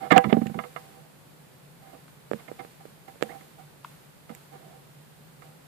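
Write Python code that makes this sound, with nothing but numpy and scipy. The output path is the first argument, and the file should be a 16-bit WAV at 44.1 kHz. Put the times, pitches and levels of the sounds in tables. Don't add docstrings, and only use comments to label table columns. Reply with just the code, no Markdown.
import sys
import numpy as np
from scipy import signal
from scipy.fft import rfft, irfft
from scipy.io import wavfile
from scipy.ndimage import uniform_filter1d

SR = 44100
rng = np.random.default_rng(int(sys.argv[2]) if len(sys.argv) > 2 else 0)


def generate_wav(signal):
    frames = np.transpose(np.atleast_2d(signal))
    scaled = np.clip(frames, -1, 1) * 32767
    pcm = np.round(scaled).astype(np.int16)
    wavfile.write(sys.argv[1], SR, pcm)


N = 250346
TIME = np.arange(N) / SR

# f/Hz, level/dB, t60/s
STAND_MODES = [(376, -31, 0.027), (491.5, -1, 0.13), (590, 1.5, 0.033), (650, -2.5, .1), (719.5, 3, 0.06),
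               (774, -4.5, 0.22), (877, -12.5, .1), (1005, -7, 0.091), (1118, -11, 0.093),
               (1224, -2, 0.047), (1312, -3.5, 0.056), (1498, -11.5, .06), (1648, -7, .1), (1820, 3, 0.032),
               (1970, -10.5, 0.13), (2080, -7, .09), (2103, 0.5, 0.053), (2280, -8, .06), (2240, -8.5, .06),
               (2440, -8, 0.013), (2496, -14, .05), (2850, -7, 0.072), (3080, -26, .04), (3450, -10, 0.075),
               (3590, -19, 0.12), (3700, -12, 0.045), (4290, -13.5, 0.063)]
# f/Hz, level/dB, t60/s
MOUNT_MODES = [(127.6, -15.5, 0.077), (182.3, -9.5, 0.11), (226, -2, 0.063), (277, -0.5, .035),
               (376, 0, 0.028), (475.7, -6.5, .06), (560, -18, 0.043)]
# t/s, length/s, level/dB, cutoff/Hz
STROKES = [(0, 0.081, -36.5, 1210), (0.102, .027, -10.5, 2880), (.125, 0.033, -23, 1610),
           (0.156, .029, -12, 1490), (0.238, 0.0078, -19, 2660), (0.288, 0.023, -29, 3300),
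           (0.313, 0.035, -32, 1300), (.539, 0.01, -37, 1310), (.625, 0.039, -41.5, 590),
           (0.681, 0.49, -58.5, 850), (1.798, 0.17, -56, 1790), (1.921, 0.037, -45, 600),
           (2.383, 0.024, -47, 3000), (2.476, 0.015, -37.5, 3000), (2.586, 0.026, -35.5, 1960),
           (2.799, 0.015, -50.5, 1200), (3.075, 0.013, -43, 1450), (3.212, 0.0275, -35, 575),
           (3.285, 0.023, -40, 840), (3.31, 0.057, -46.5, 1400), (3.403, .012, -45, 2960),
           (3.577, 0.039, -51.5, 1420), (4.294, 0.0244, -44, 740), (4.509, 0.057, -47.5, 910),
           (4.531, 0.27, -53.5, 680), (5.428, 0.068, -56, 756)]
def rubs(slips_per_s=2500, scatter_db=3, boom_db=-6.5, scrape_db=-14, scrape_hz=7000, edge_s=0.0049):
    out = np.zeros(N)
    stand, mount = ring(STAND_MODES, spread_s=.002), ring(MOUNT_MODES, spread_s=.004)
    scuffs = [(s - 0.0074, 0.015, db - 28, 1530) for s, db, _ in swings()]
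    for s, length_s, db, hz in STROKES + scuffs:
        t = TIME[:int(length_s * SR)]
        slips = rng.random(SR // 2)[:len(t)] < slips_per_s / SR
        direction, size = rng.standard_normal((2, SR // 2))[:, :len(t)]
        fade_s = edge_s + length_s ** 2
        grip = np.clip(np.minimum(t, length_s - t) / fade_s, 0, 1)
        jerks = slips * np.sign(direction) * undb(scatter_db * size) * grip
        ringing = soften(signal.fftconvolve(jerks, stand), hz)
        boom = soften(signal.fftconvolve(jerks, mount), hz)
        scrape = soften(soften(jerks, scrape_hz), scrape_hz)
        sing_db = 4 - 10 * np.log2(hz / 1400) ** 2
        parts = (ringing, 0), (boom, boom_db), (sing(grip, db), sing_db), (scrape, scrape_db)
        for sound, part_db in parts:
            add(out, s, undb(db + part_db) * sound * np.sqrt(len(t)) / np.linalg.norm(sound))
    return out


def sing(grip, stroke_db, slip_hz=792, drag_hz=44, mode_hz=780, t60_s=.11, waver=0.031):
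    t = TIME[:SR // 2]
    wander = soften(rng.standard_normal(len(t)), 60)
    pitch_hz = (slip_hz - drag_hz * undb(stroke_db / 5)) * (1 + waver * wander / rms(wander))
    drive = np.sin(2 * np.pi * np.cumsum(pitch_hz) / SR)[:len(grip)]
    mode = decay(t, t60_s) * np.sin(2 * np.pi * mode_hz * t)
    return signal.fftconvolve(grip * drive, mode)


# t/s, level/dB, cutoff/Hz
FLICKS = [(.108, -7.5, 2400), (.589, -9.5, 1860), (.638, -20.5, 2420), (.762, -14, 1970),
          (4.294, -27, 2610), (5.421, -29.5, 2000)]
# f/Hz, level/dB
FLICK_FORCE = [(400, -7.5), (750, -8), (1250, 5.5), (1700, -6), (2800, -1)]
def flicks():
    return tint(blows(FLICKS, ring(STAND_MODES, spread_s=0.00084)), FLICK_FORCE)


# t/s, level/dB, cutoff/Hz
MOUNT_JOLTS = [(.117, -5, 606), (.163, -3.5, 623), (0.253, -14, 250), (0.2678, -7.5, 218),
               (.3258, -1.5, 634), (0.55, -19, 245), (.579, -18, 205), (2.3381, -21, 304),
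               (4.301, -28.5, 300)]
def knocks(push_s=0.003, rattle_gain=.8):
    out, t, mount = np.zeros(N), TIME[:SR // 4], ring(MOUNT_MODES)
    push = np.exp(-t / push_s)
    for s, db, hz in MOUNT_JOLTS + swings():
        rattle = soften(rng.standard_normal(len(t)), hz) * push
        boom = soften(mount * (1 - push), hz)
        knock = unit_peak(boom) + rattle_gain * unit_peak(rattle)
        add(out, s, undb(db) * unit_peak(knock))
    return tint(out, [(40, -30), (90, -4.5), (160, -2.5), (230, 3.5), (480, 0), (650, 3), (1500, -9)])


def swings(count=4, start_s=.368, gap_s=.048, shrink=.88, first_db=-8, loss_db=3, first_hz=300):
    k = np.arange(count)
    gaps_s = gap_s * shrink ** k
    landings_s = start_s + np.cumsum(gaps_s) - gaps_s
    return list(zip(landings_s, first_db - k * loss_db, first_hz * np.exp(-0.17 * k)))


# t/s, level/dB, t60/s, tilt/(dB/octave)
CAMERA_SNAPS = [(.118, -14, 0.025, 1.5), (.125, -13.5, 0.042, 1), (.179, 2, 0.014, 0.5),
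                (.328, -10.5, 0.014, -35), (.4683, -23, 0.018, 1.5), (3.233, -26.5, 0.02, 4.5),
                (4.35, -36, 0.0045, 10.5)]
# f/Hz, width/Hz, level/dB, left minus right/dB
SNAP_BANDS = [(2096, 1520, -2, -22.5), (3200, 5200, -16.5, -16), (7430, 1400, -14, -20),
              (13000, 3500, -19.5, -11)]
def snaps():
    return chatter(CAMERA_SNAPS, SNAP_BANDS)


# f/Hz, level/dB, t60/s
CASE_MODES = [(218, -18.5, 0.24), (318, -4.5, 0.04), (432, 8.5, 0.019), (466, -15.5, 0.19),
              (549, -10.5, 0.076), (830, -28, 0.26), (1200, -0.5, .01), (1640, -4, 0.011),
              (2280, -14, 0.021), (3140, -19, 0.013), (7300, 11, 0.0012), (12500, -18, .001)]
# t/s, level/dB, cutoff/Hz
CASE_CLICKS = [(0.3288, -4, 700), (2.3144, -10, 1020), (2.3342, -12, 2050), (2.5154, -21.5, 880),
               (2.649, -26, 2300), (2.8541, -28, 905), (3.158, -35, 1300), (3.211, -26, 2500),
               (3.2256, -2, 4800)]
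def clicks():
    return blows(CASE_CLICKS, ring(CASE_MODES))


# t/s, f/Hz, level/dB
SQUEAK_GLIDE = [(3.284, 1584, -58), (3.294, 1720, -38.5), (3.312, 2180, -42), (3.322, 2150, -39)]
def squeak(waver=0.067, wander_hz=494):
    s, hz, db = np.transpose(SQUEAK_GLIDE)
    wander = soften(rng.standard_normal(N), wander_hz)
    pitch_hz = np.interp(TIME, s, hz) * (1 + waver * wander / rms(wander))
    envelope = undb(np.interp(TIME, s, db)) * (TIME > s[0]) * (TIME < s[-1])
    return envelope * np.sin(2 * np.pi * np.cumsum(pitch_hz) / SR)


# t/s, level/dB, t60/s, tilt/(dB/octave)
BOARD_TICKS = [(2.08, -48.5, 0.019, 11), (3.8463, -30.5, 0.02, -4)]
# f/Hz, width/Hz, level/dB, left minus right/dB
TICK_BANDS = [(1202, 700, 1.5, 4), (1670, 3800, -2, -7)]
def ticks():
    return chatter(BOARD_TICKS, TICK_BANDS)


def walls(x, t60_s=.25, wet_db=-28, cutoff_hz=3500):
    t = TIME[:SR // 2]
    tail = soften(rng.standard_normal((2, len(t))), cutoff_hz) * decay(t, t60_s)
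    tail /= np.linalg.norm(tail[0])
    return undb(wet_db) * signal.fftconvolve(x.mean(axis=0)[None], tail, axes=1)[:, :N]


# f/Hz, level/dB
HUM_SPECTRUM = [(18, -42.5), (30, -23), (113, -13), (149, 3.5), (166, -3.5), (181, -9.5), (323, -18),
                (426, -15.5), (455, -21.5), (495, -16), (627, -21), (777, -21), (846, -21), (1120, -27.5),
                (5000, -41), (6500, -75), (11000, -120)]
def room_hum(level_db=-55.3):
    mid = tint(rng.standard_normal(N), HUM_SPECTRUM)
    side = tint(rng.standard_normal(N), HUM_SPECTRUM)
    side = tint(side, [(40, -1), (150, -6.5), (400, 0), (1200, -1.5), (4000, 1.5)])
    hum = undb(level_db) * np.array([mid + side, mid - side]) / rms(mid)
    return tint(hum, [(1500, 0), (3000, -7.5), (6000, -20)])


# f/Hz, level/dB
HISS_SPECTRUM = [(1500, 2.5), (3000, -2), (4300, -3.5), (9000, -2), (14500, -2.5)]
def hiss(lift_db, closed_db=-54.5, left_db=-2.06):
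    noise = tint(rng.standard_normal((2, N)), HISS_SPECTRUM)
    return undb(closed_db + lift_db) * undb([[left_db], [0]]) * noise / rms(noise)


def suppressor_lift_db(x, threshold_db=-60.5, slope=0.17, max_db=5.5, release_db_per_s=99, window_s=.01):
    upper = signal.sosfilt(signal.butter(2, 800, "high", fs=SR, output="sos"), x)
    power = uniform_filter1d(np.sum(upper ** 2, axis=0), int(window_s * SR))
    level_db = 10 * np.log10(np.maximum(power, 1e-12))
    release_db = release_db_per_s * TIME
    held_db = np.maximum.accumulate(level_db + release_db) - release_db
    return np.clip(slope * (held_db - threshold_db), 0, max_db)


def ring(modes, spread_s=0):
    hz, db, t60_s = np.transpose(modes)[:, :, None]
    t = TIME[:SR // 4] - spread_s * rng.random(hz.shape)
    partials = (t >= 0) * undb(db) * decay(t, t60_s) * np.cos(2 * np.pi * hz * t)
    response = partials.sum(axis=0)
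    return response / np.linalg.norm(response)


def blows(hits, body):
    out = np.zeros(N)
    for s, db, hz in hits:
        add(out, s, undb(db) * unit_peak(soften(body, hz)))
    return out


def chatter(hits, bands, damping=.55):
    out, t = np.zeros((2, N)), TIME[:SR // 10]
    for s, db, t60_s, tilt_db in hits:
        for hz, width_hz, band_db, pan_db in bands:
            ratio = hz / bands[0][0]
            burst = rng.standard_normal(len(t)) * decay(t, t60_s / ratio ** damping)
            low_hz = np.hypot(hz, width_hz / 2) - width_hz / 2
            high_hz = min(low_hz + width_hz, SR / 2 - 1000)
            sound = signal.sosfilt(signal.butter(3, [low_hz, high_hz], "band", fs=SR, output="sos"), burst)
            peak_db = db + band_db + tilt_db * np.log2(ratio)
            add(out, s, undb([[peak_db + pan_db], [peak_db]]) * unit_peak(sound))
    return out


def ports(x, left_colour, lag_s):
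    left = np.interp(TIME - lag_s, TIME, tint(x, left_colour))
    return np.array([left, x])


def tint(x, points, size=4096):
    hz, db = np.transpose(points)
    bins_hz = np.maximum(np.fft.rfftfreq(size, 1 / SR), 1)
    gain = undb(np.interp(np.log(bins_hz), np.log(hz), db))
    cepstrum = irfft(np.log(gain))
    half = len(cepstrum) // 2
    causal = np.r_[cepstrum[0], 2 * cepstrum[1:half], np.zeros(half)]
    response = irfft(np.exp(rfft(causal)))[None, :half]
    return signal.oaconvolve(np.atleast_2d(x), response, axes=1)[:, :N].reshape(x.shape)


def soften(x, hz):
    return signal.sosfilt(signal.butter(2, min(hz, SR / 2 - 1000), fs=SR, output="sos"), x)


def add(track, s, sound):
    i = max(int(s * SR), 0)
    track[..., i:i + sound.shape[-1]] += sound[..., :N - i]


def decay(t, t60_s):
    return np.exp(-np.log(1000) * t / t60_s)


def undb(db):
    return 10 ** (np.asarray(db) / 20)


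def rms(x):
    return np.sqrt(np.mean(x ** 2))


def unit_peak(x):
    return x / np.abs(x).max()


# f/Hz, level/dB
STAND_PATH = [(100, -3), (350, 0.5), (3500, -2), (4800, -8.5), (6000, -11.5), (14000, -20.5)]
def scene():
    stand = tint(flicks() + rubs() + squeak(), STAND_PATH)
    stand = ports(stand, [(150, -17), (420, -15.5), (750, -25), (1500, -28), (4000, -24)], lag_s=0.00056)
    body = knocks() + clicks()
    body = ports(body, [(150, -19), (280, -18.5), (500, -24), (1500, -18.5), (6000, -20)], lag_s=0.00055)
    near = stand + body + snaps() + ticks()
    near = tint(near, [(30, -33), (60, -12), (120, -0.5)])
    return near + walls(near) + room_hum() + hiss(suppressor_lift_db(near))


# f/Hz, level/dB
MIC_RESPONSE = [(4400, 0.5), (5900, -5.5), (7200, -2.5)]
def record(dry, bass_hz=55, ceiling=.97, top_hz=14750):
    coloured = tint(dry, MIC_RESPONSE)
    thin = signal.sosfilt(signal.butter(1, bass_hz, "high", fs=SR, output="sos"), coloured)
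    clipped = np.clip(thin, -ceiling, ceiling)
    return signal.sosfilt(signal.ellip(10, .2, 70, top_hz, fs=SR, output="sos"), clipped)


dry = scene()
out = record(dry)
generate_wav(out)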